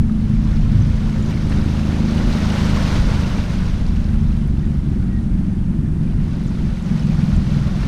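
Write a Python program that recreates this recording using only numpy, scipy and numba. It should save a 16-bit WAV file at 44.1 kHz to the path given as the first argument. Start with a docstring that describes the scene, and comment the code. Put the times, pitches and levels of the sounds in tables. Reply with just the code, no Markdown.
"""A muddy harbour shore: pulses and gas puffs excite a diesel exhaust, whose thud slows gradually throughout.
Wind, made of coloured noise, buffets the microphone from the start, with one strong blast in the first second.
A small gathering wave breaks in bubbles, hiss and spray, then drains; near drops ping and the mud crackles.
In the lull a far bird, a fluttering sine, peeps once; then the next wave gathers, still unbroken at the end.
Steady noise gives the hiss of ripples along the shore, and engine and wind dip once late on."""
import sys
import numpy as np
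from scipy import signal
from scipy.fft import rfft, irfft
from scipy.io import wavfile
from scipy.ndimage import uniform_filter1d
from numba import njit

SR = 44100
rng = np.random.default_rng(int(sys.argv[2]) if len(sys.argv) > 2 else 0)


def to_wav(sig):
    """Store sig (one row per channel, or 1-D mono) as 16-bit WAV at the path in sys.argv[1].

    Samples outside -1..1 are clipped; the rate is SR.
    """
    pcm = np.clip(np.atleast_2d(sig), -1, 1) * 32767
    pcm = np.round(pcm).astype(np.int16)
    wavfile.write(sys.argv[1], SR, pcm.T)  # frames by channels


N = 347331
TIME = np.arange(N) / SR
FREQ = np.maximum(np.fft.rfftfreq(N, 1 / SR), 1e-3)


def undb(db):
    """Logarithmic level: decibels to amplitude gain."""
    return 10 ** (np.asarray(db) / 20)


def unit(x):
    """Normalization: scale to an rms of 1."""
    return x / np.sqrt(np.mean(x ** 2))


def curve(points):
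    """Linear interpolation: join (s, value) points into a control over time."""
    return np.interp(TIME, *np.transpose(points))


def noise():
    """White noise: equal power at all frequencies."""
    return rng.standard_normal(N)


def walk(rate_hz):
    """Slow random modulation: levels drawn rate_hz times a second, joined by slopes; rms 1."""
    hold = int(SR / rate_hz)
    levels = rng.standard_normal(N // hold + 1)
    return unit(uniform_filter1d(np.repeat(levels, hold), hold)[:N])


def colour(x, points):
    """Linear filtering: shape a spectrum by (Hz, dB) points joined on a log frequency axis."""
    hz, db = np.transpose(points)
    return irfft(rfft(x) * undb(np.interp(np.log(FREQ), np.log(hz), db)), N)


def resonate(x, modes):
    """Modal resonance: sum steep-sided (Hz, width Hz, dB) modes; neighbours swing in opposite phase."""
    response = 0
    for k, (hz, width, db) in enumerate(modes):
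        one_stage = 1 / (1 + 1j * (FREQ / hz - hz / FREQ) * hz / width)
        response = response + (-1) ** k * undb(db) * one_stage ** 2
    return irfft(rfft(x) * response, N)


@njit
def ring(start_s, pitch_hz, t60_s, size, rise):
    """Damped oscillation: add sines whose pitch climbs by the share rise while they decay by 60 dB."""
    out = np.zeros(N)
    for k in range(len(start_s)):
        first, length = int(start_s[k] * SR), int(t60_s[k] * SR) + 1
        step = 2j * np.pi * pitch_hz[k] / SR
        phasor = size[k] + 0j
        turn = np.exp(step - np.log(1000) / length)
        glide = np.exp(step * rise / length)
        for i in range(max(first, 0), min(first + length, N)):
            phasor *= turn
            turn *= glide
            out[i] += phasor.imag
    return out


def bubbles(count, low_hz, high_hz, cycles, spread_db, rise):
    """Bubble resonance: small ones ring higher and shorter, a few are much louder than the rest."""
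    when, pitch, life, luck = rng.random((count, 4)).T
    hz = low_hz * (high_hz / low_hz) ** pitch
    size = undb(-spread_db * np.log(np.maximum(luck, 1 / 300))) * hz
    t60_s = cycles * (.5 + life) / hz
    return unit(ring(when * N / SR, hz, t60_s, size, rise))


# mean engine speed, about which the governor hunts: time_s, firing_rate_hz [firings per second]
FIRING_RATE = [(0.0, 26.73), (.38, 26.45), (.75, 26.39), (1.13, 26.58), (1.88, 26.24), (2.63, 26.21),
               (3.05, 26.1), (3.75, 25.42), (4.5, 24.4), (5.25, 22.85), (6.0, 22.5), (6.75, 21.9),
               (7.88, 20.33)]
# exhaust resonances of boom and bark: pitch_hz, width_hz [of one filter stage], level_db [relative]
BOOM_MODES = [(39.5, 39, -5.5), (80.7, 19, 1), (107.6, 15.3, -10.5)]
BARK_MODES = [(280.3, 42, 1.5), (321.6, 36, -6.5), (363, 40.5, -4.5), (522.5, 41, -20.5)]
# three groups of exhaust resonances, low, middle and high hum: pitch_hz, width_hz, level_db [as above]
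HUM_MODES = [
    [(137, 72, -12.5), (154.25, 23.8, -2)],
    [(179.1, 39, 0)],
    [(213.7, 32.7, 0), (230, 25.8, -1)],
]
# loudness of each exhaust band before its trim: time_s, level_db
BOOM_LEVEL = [(0, -30), (1.1, -29.5), (1.6, -19), (3.3, -24.5), (4.4, -17.5), (4.9, -23), (6.9, -32.5),
              (7.35, -17), (7.88, -32)]
LOW_HUM_LEVEL = [(0, -37), (.3, -22), (2.6, -22.5), (3.5, -31.5), (4.5, -23), (5.4, -27), (5.9, -20.5),
                 (6.65, -28.5), (7.0, -20.5), (7.88, -19)]
MIDDLE_HUM_LEVEL = [(0, -35.5), (1.9, -28.5), (2.6, -22.5), (4.1, -27.5), (5.6, -21), (6.0, -29.5),
                    (7.1, -18.5), (7.88, -22)]
HIGH_HUM_LEVEL = [(0, -20), (.4, -20.5), (.7, -25), (1.5, -24.5), (2.2, -20.5), (3.65, -32.5), (4.1, -22),
                  (4.6, -28.5), (5.0, -25.5), (6.3, -29), (7.1, -23.5), (7.88, -30.5)]
BARK_LEVEL = [(0, -41), (1.0, -38), (1.35, -30), (2.1, -28.5), (4.0, -38), (4.8, -33.5), (7.88, -36)]
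# turbulent gas in each thud: share at the starting speed, and its growth for each Hz that the engine slows
ROUGH_SHARE, ROUGH_PER_HZ = .24, 0.046


def engine(start_turn=0.2532, puff_share=1.0, boom_trim_db=-1, bark_trim_db=-1, boom_gas=0.16, bark_gas=0.73):
    """Source and resonator: each firing sends a pulse and a gas puff into the exhaust; slowing roughens it."""
    rate_hz = curve(FIRING_RATE)
    slowed_hz = rate_hz[0] - rate_hz
    # the governor hunts a little, and no two firings are equally strong
    turns = start_turn + np.cumsum(rate_hz * (1 + .005 * walk(6))) / SR
    firings = np.flatnonzero(np.diff(np.floor(turns)))
    pulses = np.zeros(N)
    pulses[firings] = undb(rng.standard_normal(len(firings)))
    # each puff decays over the cycle: puff_share is its 1/e time in cycles
    gas = unit(noise() * np.exp(-(turns % 1) / puff_share))
    drive = unit(pulses) + (ROUGH_SHARE + ROUGH_PER_HZ * slowed_hz) * gas

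    boom = unit(resonate(drive + boom_gas * gas, BOOM_MODES)) * undb(curve(BOOM_LEVEL) + boom_trim_db)
    hum = np.zeros(N)
    for k, level in enumerate((LOW_HUM_LEVEL, MIDDLE_HUM_LEVEL, HIGH_HUM_LEVEL)):
        # neighbouring bands have opposite phase
        hum += (-1) ** k * undb(curve(level)) * unit(resonate(drive, HUM_MODES[k]))
    bark = unit(resonate(drive + bark_gas * gas, BARK_MODES))
    # an echo across the harbour, 56 ms late, blurs the bark of each firing
    echo = np.interp(TIME - .056, TIME, bark)
    bark = unit(bark + 0.6 * echo) * undb(curve(BARK_LEVEL) + bark_trim_db)
    return boom + hum + bark


# waves: break_s, level_db [full swash, before drain and wash gain]; the second still gathers at the end
WAVES = [(2.55, -38.1), (8.62, -39)]
# the swash starts well ahead of the break, builds up with a 1/e time and drains after it
LEAD_S, GATHER_S, DRAIN_DB_PER_S = 2.806, 0.97, 5
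# the breaking crest climbs to a level over the full swash and collapses; its spray lingers slightly longer
CREST_RISE_DB_PER_S = 13.5
CREST_DB, CREST_FALL_S = 8, 1
SPRAY_CREST_DB, SPRAY_FALL_S = 7.5, 1.06


def surf_db(crest_db, fall_s):
    """Power summation of swash and crest: each wave gathers, breaks in a short crest and drains away."""
    power = 1e-9
    for break_s, level_db in WAVES:
        before, after = np.maximum(break_s - TIME, 0), np.maximum(TIME - break_s, 0)
        gathering = 1 - np.exp(-np.maximum(LEAD_S - before, 0) / GATHER_S)
        swash = gathering * undb(-DRAIN_DB_PER_S * after)
        crest = undb(crest_db - CREST_RISE_DB_PER_S * before) * np.exp(-(after / fall_s) ** 2)
        power = power + undb(level_db) ** 2 * (swash ** 2 + crest ** 2)
    return 10 * np.log10(power)


# spectrum of the broken water: pitch_hz, level_db [relative]
WASH_SPECTRUM = [(250, -0.5), (430, -2), (560, 0.5), (760, -5.5), (970, -4), (1250, -6.5), (1430, -5),
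                 (1700, -9), (2200, -9.5), (2600, -13), (3700, -13), (6200, -19), (7300, -26.5),
                 (9300, -29.5), (11700, -39), (15000, -38.5)]


def waves(wash_db=2.8, spray_db=1.1, split_hz=2400, churn_db=0.5, surge_db=0.63):
    """Bubble resonance: large bubbles gurgle in the wave front; fine ones fizz in foam over the mud."""
    body_level_db = surf_db(CREST_DB, CREST_FALL_S)
    spray_level_db = surf_db(SPRAY_CREST_DB, SPRAY_FALL_S) + spray_db
    gurgle = bubbles(count=9000, low_hz=380, high_hz=3000, cycles=40, spread_db=2.4, rise=.06)
    fizz = bubbles(count=30000, low_hz=2500, high_hz=15000, cycles=26, spread_db=2.6, rise=.05)
    grains = unit(colour(0.48 * gurgle + fizz, WASH_SPECTRUM))
    hiss = unit(colour(noise(), WASH_SPECTRUM))
    # in a breaking wave so many bubbles sound at once that they merge into a hiss
    merged = np.interp(body_level_db, [-48, -32], [.3, .62])
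    water = np.sqrt(merged) * hiss + np.sqrt(1 - merged) * grains
    # split into a low-passed body and the spray above it
    body = irfft(rfft(water) / (1 + (FREQ / split_hz) ** 4), N)
    spray = (water - body) * undb(spray_level_db)
    body = body * undb(body_level_db + churn_db * walk(26))
    return (body + spray) * undb(wash_db + surge_db * walk(14) + 0.57 * walk(45))


# spectrum of the wind pressure: pitch_hz, level_db [relative]
BUFFET_SPECTRUM = [(8, -6.5), (22, -5), (42, 1), (65, -4.5), (100, -6), (150, -9), (250, -19), (450, -40.5),
                   (1000, -87)]
# strength of the breeze before the wind trim: time_s, level_db
BREEZE = [(0, -16), (1.0, -15.5), (1.8, -23.5), (3.2, -17.5), (6.1, -18.5), (6.9, -21.5), (7.88, -19.5)]
# gusts over the breeze: peak_s, half_length_s [to 1/e], level_db [peak, before the wind trim]
GUSTS = [(0.0, 0.055, -8.5), (0.67, 0.26, -15.5), (1.56, 0.051, -14), (2.26, .06, -14), (3.046, 0.13, -15),
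         (3.89, 0.076, -19), (6.202, 0.15, -17), (6.654, 0.1, -16), (7.38, 0.045, -18)]


def wind(trim_db=-1, eddy_db=0.33, blast_s=0.78, blast_length_s=0.16, blast_db=-18):
    """Turbulent pressure: eddies press on the microphone port; one strong blast reaches the low mids."""
    gusts = sum(undb(db) * np.exp(-((TIME - s) / length) ** 2) for s, length, db in GUSTS)
    strength = np.hypot(undb(curve(BREEZE)), gusts)
    rumble = unit(colour(noise(), BUFFET_SPECTRUM)) * strength * undb(trim_db + eddy_db * walk(20))
    blast = unit(resonate(noise(), [(105, 33, 0)])) * np.exp(-((TIME - blast_s) / blast_length_s) ** 2)
    return rumble + undb(blast_db) * blast


def level_dip(at_s=6.775, length_s=0.073, dip_db=-5):
    """Amplitude modulation: a gain that dips briefly once."""
    return undb(dip_db * np.exp(-((TIME - at_s) / length_s) ** 4))


# single drops and bursting bubbles near by: start_s, level_db [peak], pitch_hz [at onset], t60_s
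DROPS = [(.097, -30.5, 1240, 0.026), (.818, -39, 6060, .029), (1.226, -35.5, 6970, .021),
         (1.305, -46, 14000, .012), (1.499, -33, 8750, .006), (3.055, -31, 4600, .015),
         (3.246, -26, 2750, .025), (3.865, -35, 4470, .01), (4.091, -38, 1550, .069),
         (4.32, -37, 4000, .012), (4.476, -40, 10500, .004), (4.63, -39, 1880, .05),
         (4.84, -50, 5770, 0.022), (5.86, -38, 1740, .03), (6.07, -46, 2350, .068),
         (6.438, -40, 10000, .004), (6.476, -40.5, 6900, .02), (6.825, -43, 7200, .02),
         (6.996, -31.5, 5200, .013), (7.237, -40, 10500, .004), (7.365, -31, 7300, 0.0041),
         (7.505, -38, 4350, .032)]


def drops(crackle_db=-64):
    """Damped oscillation: near drops ping; wet mud crackles with tiny bursting bubbles, more under a wave."""
    start_s, level_db, pitch_hz, t60_s = np.transpose(DROPS).copy()
    pings = ring(start_s, pitch_hz, t60_s, undb(level_db), 0.043)
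    wave_db = surf_db(CREST_DB, CREST_FALL_S)
    crackle = bubbles(count=1100, low_hz=1500, high_hz=13000, cycles=30, spread_db=3.6, rise=.04)
    crackle = unit(colour(crackle, [(1500, 0), (6000, -5), (13000, -17)]))
    # the crackle follows half of the wave's swing in dB
    return pings + undb(crackle_db + .5 * (wave_db - wave_db.mean())) * crackle


def bird(at_s=5.16, length_s=.055, pitch_hz=1890, fall_per_s=.25, peep_db=-47):
    """Frequency and amplitude modulation: one faint, slightly falling far peep, fluttering in the wind."""
    since = np.clip(TIME - at_s, -.5, .5)
    hz = pitch_hz * (1 - fall_per_s * since + .005 * walk(120))
    tone = np.sin(2 * np.pi * np.cumsum(hz) / SR)
    return undb(peep_db + 3 * walk(60)) * np.exp(-(since / length_s) ** 2) * tone


# spectrum of the distant ripples: pitch_hz, level_db [relative]
HARBOUR_SPECTRUM = [(200, -17.5), (430, -1.5), (520, -1.5), (800, -1.5), (1100, -7), (1450, -5),
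                    (2200, -11.5), (4000, -20.5), (6000, -24), (7200, -24.5), (9500, -23), (12000, -33.5),
                    (15000, -45)]


def harbour(level_db=-46.3):
    """Incoherent summation: ripples all along the shore blend into a smooth hiss."""
    return unit(colour(noise(), HARBOUR_SPECTRUM)) * undb(level_db + .5 * walk(11))


def scene():
    """Superposition: everything meets at one microphone in the open air; engine and wind share the dip."""
    mix = (engine() + wind()) * level_dip() + waves() + drops() + bird() + harbour()
    return mix[None]


def record(dry, ceiling=0.78, top_hz=15250):
    """Saturation and band limiting: the camera rounds the largest bass swings and cuts the top."""
    bass = signal.sosfiltfilt(signal.butter(4, 400, fs=SR, output="sos"), dry)
    excess = ceiling * np.tanh(bass / ceiling) - bass
    # keep the distortion products low
    rounding = signal.sosfiltfilt(signal.butter(4, 260, fs=SR, output="sos"), excess)
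    return signal.sosfilt(signal.ellip(10, .2, 80, top_hz, fs=SR, output="sos"), dry + rounding)


dry = scene()
out = record(dry)
to_wav(out)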